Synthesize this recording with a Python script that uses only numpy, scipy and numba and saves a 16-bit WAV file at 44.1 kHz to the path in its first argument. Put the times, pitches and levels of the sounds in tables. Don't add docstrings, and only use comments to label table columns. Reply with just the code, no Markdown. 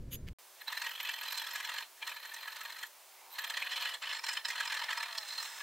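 import sys
import numpy as np
from scipy import signal
from scipy.fft import rfft, irfft, next_fast_len
from scipy.io import wavfile
from scipy.ndimage import uniform_filter1d
from numba import njit

SR = 44100
rng = np.random.default_rng(int(sys.argv[2]) if len(sys.argv) > 2 else 0)


def bounce(signal):
    frames = np.transpose(np.atleast_2d(signal))
    limited = np.clip(frames, -1, 1)
    pcm = np.round(limited * 32767).astype(np.int16)
    wavfile.write(sys.argv[1], SR, pcm)


N = 247842

# t/s of the peak, level/dB, treble over level/dB
CUT_RUNS = [
    [(0.617, -40, -28)],
    [(0.681, -31.5, -14.5), (0.728, -30, -8), (0.777, -34, -1.5), (0.822, -30, -6), (0.87, -31, -9),
     (0.915, -40.5, -2.5), (0.958, -38.5, -7.5), (1.006, -33, -10), (1.054, -33.5, -12), (1.094, -32, -6),
     (1.141, -36.5, -6), (1.187, -36.5, -8), (1.236, -31, -5.5), (1.284, -34, -7), (1.326, -33, -3),
     (1.379, -31, 0.5), (1.421, -35.5, -5.5), (1.471, -33.5, -5.5), (1.513, -36, -4), (1.559, -30.5, -3),
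     (1.605, -33.5, -7), (1.652, -32.5, -6), (1.697, -30.5, -8.5), (1.743, -34.5, -9), (1.785, -32, -7),
     (1.828, -36, -31)],
    [(2.028, -31, -36), (2.076, -31.5, -5.5), (2.096, -37.5, -5), (2.121, -36.5, -17), (2.169, -36.5, -14),
     (2.232, -38.5, -25), (2.255, -36.5, -7), (2.296, -41.5, -15), (2.343, -37, 2), (2.389, -40, -17),
     (2.432, -37, -10), (2.481, -36, -8), (2.526, -39.5, -5), (2.567, -33, -9), (2.613, -37.5, -2.5),
     (2.656, -36, -9), (2.702, -37, -9), (2.726, -40, -6), (2.768, -41, -10), (2.79, -40, -2),
     (2.834, -33, -4.5), (2.868, -60, 10)],
    [(3.357, -41, -31), (3.391, -29.5, -5), (3.445, -29.5, -6.5), (3.503, -28.5, -6), (3.545, -31, -37),
     (3.575, -29, -10.5), (3.625, -30.5, -10), (3.671, -30.5, -25), (3.72, -33, -9.5), (3.734, -37.5, -10),
     (3.766, -31.5, -11), (3.78, -36, -10), (3.81, -33, -13), (3.826, -31.5, -12), (3.855, -28.5, -13),
     (3.895, -33.5, -8.5), (3.944, -31.5, -11)],
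    [(4.026, -33, -21), (4.04, -36, -24), (4.076, -34.5, -21), (4.098, -33, -18), (4.133, -31, -15),
     (4.17, -39, -12), (4.192, -38, -12)],
    [(4.243, -30, -10.5), (4.291, -29, -5), (4.334, -39, 3.5), (4.373, -27.5, -12)],
    [(4.455, -28, -9.5), (4.488, -37, 3), (4.507, -30, -7.5), (4.559, -31, -14), (4.607, -26, -9),
     (4.656, -34, -4), (4.679, -32.5, -11), (4.726, -29, -10.5), (4.747, -29, -7.5), (4.797, -32.5, -13),
     (4.82, -34, -15), (4.841, -29.5, -12), (4.887, -45, -11), (4.896, -32.5, -14), (4.913, -30, -15),
     (4.932, -33.5, -9), (4.978, -31.5, -5.5), (5.032, -31, -6.5), (5.088, -36.5, -12), (5.13, -38.5, -9),
     (5.153, -36, -8), (5.182, -38, 3), (5.233, -42, -23), (5.255, -43, -8), (5.287, -38, -2.5),
     (5.327, -40.5, -4.5), (5.383, -35, -7.5), (5.405, -37, -8), (5.43, -42.5, 3.5), (5.455, -36, -8),
     (5.472, -52, -3)],
    [(5.611, -39, -21)],
]
# t/s, level against the cuts beside it/dB
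PULL_WEIGHT = [(.7, -11), (1.0, -9), (1.3, -5.5), (1.8, -6.5), (2.1, -22), (2.3, -6), (2.6, -9.5),
               (3.5, -15), (3.8, -9.5), (4.1, -4), (4.5, -10), (4.8, -2), (5.1, -2.5), (5.4, -9.5)]
# t/s, level/dB
LIGHT_TOUCH = [
    [(.57, -56.5), (.66, -67)],
    [(1.97, -50), (2.02, -70)],
    [(3.3, -60), (3.37, -52)],
    [(5.2, -51), (5.4, -47), (5.5, -43), (5.62, -43.5)],
]
# t/s, tilt of the bar modes/(dB per octave), lift of the middle modes/dB
GRIP_CURVE = [
    [(.65, 0.5, -26), (.9, -3.5, 9), (1.4, 0, -3), (2.4, -2.5, -2), (3.2, 0.5, -9.5), (3.75, -1.5, 6.5),
     (4.1, -0.5, -0.5), (4.95, -2.5, -1.5), (5.15, 0, -9), (5.35, 8.5, -23), (5.55, -7.5, -7)],
]
# f/Hz, level/dB
BAR_MODES = [(925, -4.5), (1300, -1), (1510, -12.5), (1700, 5), (1780, 2.5), (1900, 4.5), (2135, -9),
             (2400, 2), (2650, -5), (3020, 4), (3150, -0.5), (3330, 2), (3565, -14), (4080, 4.5),
             (4260, -5)]
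# f/Hz, level/dB
WALL_MODES = [(5150, 4), (5450, 1), (7520, -3), (8360, -9)]
# t/s, level/dB
WALL_LEVEL = [(.7, -10), (1.5, -4.5), (2.5, -10), (3.5, -6.5), (4.1, 8.5), (4.4, 1), (5.2, -1.5),
              (5.55, -0.5)]
# f/Hz, width/Hz, level/dB
SHANK_RESONANCES = [(12450, 250, -4), (12850, 220, 0), (13300, 220, 0), (13800, 250, 1), (14250, 220, 0)]
# t/s, level/dB, favoured f/Hz
SHANK_SONG = [
    [(.59, -61.5, 13960), (1.46, -60, 13050), (1.83, -67.5, 13500)],
    [(2.03, -65, 13500), (2.4, -68, 13400), (2.89, -65, 13000)],
    [(3.37, -53, 13400), (3.5, -65, 13500), (3.72, -69, 13400), (3.82, -62, 13350), (3.95, -70, 13300)],
    [(4.24, -74, 13200), (5.62, -78, 13500)],
]
# f/Hz, level/dB
SCRATCH_COLOUR = [(300, -87), (520, -7), (780, -7.5), (950, 2), (2000, 1), (4100, 3), (6000, -42)]
# middle t/s, half length/s, f/Hz, width/Hz, level/dB
LIGHT_RUB = [(3.2, 0.095, 2140, 300, -45), (3.274, 0.082, 900, 120, -34.5), (3.33, 0.021, 4030, 250, -36.5),
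             (3.332, .02, 13260, 300, -31)]
# t/s, f/Hz, level/dB
TOOTH_CATCHES = [(.775, 1780, -13), (1.381, 4210, -16.5), (2.834, 1760, -11), (3.624, 2450, -6),
                 (4.372, 3050, -9), (4.886, 1820, -10.5), (5.033, 1990, -12), (5.182, 4340, -12)]
# t/s, level/dB
SLIDE_LEVEL = [(.105, -69), (.118, -46), (.138, -40), (.16, -48), (.17, -71)]
# f/Hz, width/Hz (35 at least when rung), level/dB
PART_MODES = [(2930, 190, -15), (4860, 150, -13), (6700, 26, -10), (9040, 100, -7.5), (11150, 410, -11),
              (12550, 99, 3.5)]
# t/s, level/dB
TICK_TIMES = [(0.281, -49.5)]
# t/s, pitch f/Hz, level/dB
WHINE_GLIDES = [
    [(3.42, 168, -70), (3.6, 189, -66), (3.97, 170, -64)],
    [(4.85, 212, -62), (5.0, 228, -60), (5.09, 237, -59), (5.17, 221, -57), (5.27, 204, -64)],
]
# multiple of the pitch, level/dB
WHINE_HARMONICS = [(3, -5), (4, 0), (5, -4), (6, -4)]
# f/Hz, rms level/dB
HUM_TONES = [(381, -83.5)]
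# f/Hz, level per Hz/dB
HISS_COLOUR = [(150, -31.5), (300, -20), (600, -5.5), (900, -3), (1450, -7.5), (2170, -8), (11900, -11.5),
               (16000, -10.5)]
# f/Hz, level per Hz/dB
RUMBLE_COLOUR = [(15, -3.5), (60, -2.5), (130, -11), (540, -29), (750, -40), (1500, -42.5), (4000, -48.5),
                 (16000, -55.5)]
# f/Hz, level/dB
SIDE_COLOUR = [(150, -48), (400, -18), (700, -26), (1300, -30), (2400, -25), (4400, -13), (8000, -8),
               (15000, -8)]
# f/Hz, level/dB
PAN_COLOUR = [(2800, 0), (4200, -3), (9000, -3), (13000, 1.5)]

SHOP_END_S, BENCH_START_S = .332, 0.386
TOP_HZ = 15770
HISS_DB, RUMBLE_DB = -57, -45
PULL_AT, PULL_ROOM_S = .53, .034
PULL_SCATTER_DB, PULL_TREBLE_DB, PULL_TREBLE_SCATTER_DB = 1.8, -15, 4
BITE_RISE_S, BITE_FALL_S, DRAG_RISE_S, DRAG_FALL_S = 0.0049, 0.0058, 0.016, 0.038
SNAG_DB, SNAG_PER_S = 1, 160
BAR_DRAG_DB, BAR_LEAD_S = -11.5, .0025
BAR_PATCHY_DB, WALL_PATCHY_DB, SPRAY_SCATTER_DB = 2.5, 4, 2.6
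MIDDLE_OCTAVES, MIDDLE_WIDTH_OCTAVES = .7, .3
WAVER_DB, WAVER_PER_S = 2.5, 90
WANDER_SHARE, WANDER_PER_S = 0.014, 60
STEEL_WIDTH_HZ, STEEL_WIDTH_SHARE = 25, .02


def filing():
    s, peak_db, treble_db = strokes()
    grit = teeth(4500, scatter_db=2.8)
    touch = uniform_filter1d(gain_curve(*LIGHT_TOUCH), SR // 80)
    snag = undb(SNAG_DB * flicker(SNAG_PER_S))

    def push(db, patchy_db, drag_db, lead_s=0):
        gains = undb(db + patchy_db * rng.standard_normal(len(s)))
        bite = bursts(s - lead_s, gains, BITE_RISE_S, BITE_FALL_S)
        drag = bursts(s, gains, DRAG_RISE_S, DRAG_FALL_S)
        return bite + undb(drag_db) * snag * drag

    bright_db = peak_db + treble_db
    layers = (bar(grit, push, peak_db, touch) + scratch(grit, push, peak_db, touch)
              + slot_walls(grit, push, bright_db, touch) + spray(push, bright_db, touch)
              + shank(grit, push) + light_rub(grit) + tooth_catches(grit))
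    return colour(layers, [(100, -16.0), (700, -4.0)])


def bar(grit, push, peak_db, touch):
    tilt_db, lift_db = track(GRIP_CURVE, col=1), track(GRIP_CURVE, col=2)

    def on_bar(hz):
        octaves = np.log2(hz / 1800)
        middle = np.exp(-((octaves - MIDDLE_OCTAVES) / MIDDLE_WIDTH_OCTAVES) ** 2)
        grip_db = tilt_db * octaves + lift_db * middle
        force = push(peak_db, BAR_PATCHY_DB, BAR_DRAG_DB, lead_s=BAR_LEAD_S)
        return grit * (force + touch) * undb(grip_db)

    return undb(8.0) * held(BAR_MODES, on_bar)


def scratch(grit, push, peak_db, touch):
    force = push(peak_db, patchy_db=0.16, drag_db=-7.5) + undb(6.5) * touch
    return undb(-4.5) * colour(grit * force, SCRATCH_COLOUR)


def slot_walls(grit, push, bright_db, touch):
    wall_grit = grit * gain_curve(WALL_LEVEL, hold=True)

    def on_wall(hz):
        return wall_grit * (push(bright_db, WALL_PATCHY_DB, drag_db=-11.5) + touch)

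    return undb(7.0) * held(WALL_MODES, on_wall)


def spray(push, bright_db, touch):
    force = push(bright_db, patchy_db=0.24, drag_db=-15.5) + touch
    clicks = teeth(12000, scatter_db=SPRAY_SCATTER_DB)
    return colour(clicks * force, [(4000, -16.5), (6000, 0.0), (9000, -2.0), (10000, -14.0), (13500, -8)])


def shank(grit, push):
    sing = grit * gain_curve(*SHANK_SONG)
    favoured_hz = track(SHANK_SONG, col=2)

    def on_shank(hz):
        force = push(0, patchy_db=4, drag_db=-24) + .04
        return sing * force * np.exp(-((hz - favoured_hz) / 600) ** 2)

    return undb(28.0) * body(SHANK_RESONANCES, on_shank)


def light_rub(grit):
    return sum(ring(grit * undb(db) * swell(mid, half, half), hz, width)
               for mid, half, hz, width, db in LIGHT_RUB)


def tooth_catches(grit):
    return sum(ring(grit * undb(db) * swell(at, 0.0038, 0.009), hz, 127) for at, hz, db in TOOTH_CATCHES)


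def strokes():
    runs = [np.reshape(run, (-1, 3)) for run in CUT_RUNS]
    before = np.vstack([run[:-1] for run in runs])
    after = np.vstack([run[1:] for run in runs])
    gap = after[:, 0] - before[:, 0]
    chance = rng.standard_normal((len(before), 2))
    s = before[:, 0] + PULL_AT * gap
    weight_db = np.interp(s, *np.transpose(PULL_WEIGHT))
    db = (before[:, 1] + after[:, 1]) / 2 + weight_db + PULL_SCATTER_DB * chance[:, 0]
    treble_db = PULL_TREBLE_DB + PULL_TREBLE_SCATTER_DB * chance[:, 1]
    pulls = np.transpose([s, db, treble_db])
    return np.vstack([*runs, pulls[gap > PULL_ROOM_S]]).T


def part_slide():
    force = teeth(4000, scatter_db=3) * gain_curve(SLIDE_LEVEL)
    ringing = undb(12.0) * body(PART_MODES, lambda hz: force)
    scrape = colour(force, [(1000, -15.0), (2000, -1.5), (3600, 6.0), (5200, -20.0),
                            (6600, 8), (8200, -17), (12000, -3.0)])
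    return ringing + undb(-4.0) * scrape


def part_tick():
    s, db = np.transpose(TICK_TIMES)
    knock = teeth(2740, scatter_db=5.5) * bursts(s, undb(db), 0.0088, 0.01)
    return colour(knock, [(1100, -8), (1900, 12.5), (4500, 0.0), (8000, -9.5)])


def whine():
    waver_hz = uniform_filter1d(rng.standard_normal(N), SR // 50) * 80
    pitch_hz = uniform_filter1d(track(WHINE_GLIDES, col=1), SR // 25) + waver_hz
    turn = 2 * np.pi * np.cumsum(pitch_hz) / SR
    fade = uniform_filter1d(gain_curve(*WHINE_GLIDES, col=2), SR // 20)
    return np.sqrt(2) * fade * sum(undb(db) * np.sin(k * turn) for k, db in WHINE_HARMONICS)


def hum():
    t = np.arange(N) / SR
    return sum(np.sqrt(2) * undb(db) * np.sin(2 * np.pi * (hz * t + rng.random())) for hz, db in HUM_TONES)


def hiss():
    return undb(HISS_DB) * unit(colour(rng.standard_normal(N), HISS_COLOUR))


def shop_rumble():
    return undb(RUMBLE_DB) * unit(colour(rng.standard_normal(N), RUMBLE_COLOUR))


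def teeth(per_s, scatter_db):
    hit, size, sign = rng.random((3, N))
    heights = undb(-scatter_db * np.log(size + 0.0034))
    return unit((hit < per_s / SR) * heights * np.sign(sign - .5))


def bursts(times, gains, rise_s, fall_s):
    env = np.zeros(N)
    env[np.minimum((times * SR).astype(int), N - 1)] = gains
    reach = int(2 * max(rise_s, fall_s) * SR)
    t = np.arange(-reach, reach + 1) / SR
    bell = np.exp(-(t / np.where(t < 0, rise_s, fall_s)) ** 2)
    return signal.oaconvolve(env, bell, mode="same")


def swell(at, rise_s, fall_s):
    t = np.arange(N) / SR - at
    return np.exp(-np.minimum((t / np.where(t < 0, rise_s, fall_s)) ** 2, 50))


def ring(x, hz, width_hz):
    return signal.lfilter(*signal.iirpeak(hz, hz / max(width_hz, 35), fs=SR), x)


def body(modes, drive):
    return sum((-1) ** k * undb(db) * ring(drive(hz), hz, width) for k, (hz, width, db) in enumerate(modes))


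def held(modes, drive):
    total = np.zeros(N)
    for k, (hz, db) in enumerate(modes):
        force = drive(hz) * undb(WAVER_DB * flicker(WAVER_PER_S))
        centre_hz = hz * (1 + WANDER_SHARE * flicker(WANDER_PER_S))
        width_hz = STEEL_WIDTH_HZ + STEEL_WIDTH_SHARE * hz
        total += (-1) ** k * undb(db) * sweep(force, centre_hz, width_hz)
    return total


@njit
def sweep(x, hz, width):
    y, b, l = np.empty(len(x)), 0., 0.
    for i in range(len(x)):
        g, k = np.tan(np.pi * hz[i] / SR), width / hz[i]
        v = (b + g * (x[i] - l)) / (1 + g * (g + k))
        b, l, y[i] = 2 * v - b, l + 2 * g * v, k * v
    return y


def flicker(rate):
    k = int(SR / rate)
    steps = np.repeat(rng.standard_normal(N // k + 1), k)
    return 1.2 * uniform_filter1d(steps, k)[:N]


def track(tables, col):
    rows = np.vstack(tables)
    return np.interp(np.arange(N) / SR, rows[:, 0], rows[:, col])


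def gain_curve(*tables, col=1, hold=False):
    t = np.arange(N) / SR
    outside_db = None if hold else -200
    return sum(undb(np.interp(t, [r[0] for r in rows], [r[col] for r in rows], outside_db, outside_db))
               for rows in tables)


def colour(x, points):
    hz, db = np.transpose(points)
    size = next_fast_len(N)
    axis = np.log(np.maximum(np.fft.rfftfreq(size, 1 / SR), 1))
    return irfft(rfft(x, size) * undb(np.interp(axis, np.log(hz), db)), size)[:N]


def undb(db):
    return 10 ** (np.asarray(db) / 20)


def unit(x):
    return x / np.sqrt(np.mean(x ** 2))


def scene():
    t = np.arange(N) / SR
    in_shop, at_bench = t < SHOP_END_S, t >= BENCH_START_S
    shop = part_slide() + part_tick() + shop_rumble()
    bench = filing() + whine() + hum() + hiss()
    mid = shop * in_shop + bench * at_bench
    lag = np.arange(SR // 5) / SR
    echoes = rng.standard_normal(len(lag)) * np.exp(-lag / .03)
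    side = colour(signal.oaconvolve(mid, echoes / np.linalg.norm(echoes))[:N], SIDE_COLOUR)
    left = colour(mid, [(hz, db / 2) for hz, db in PAN_COLOUR]) + side
    right = colour(mid, [(hz, -db / 2) for hz, db in PAN_COLOUR]) - side
    return np.array([left, right]) * (in_shop | at_bench)


def record(dry):
    return signal.sosfilt(signal.ellip(12, .2, 70, TOP_HZ, fs=SR, output="sos"), dry)


dry = scene()
out = record(dry)
bounce(out)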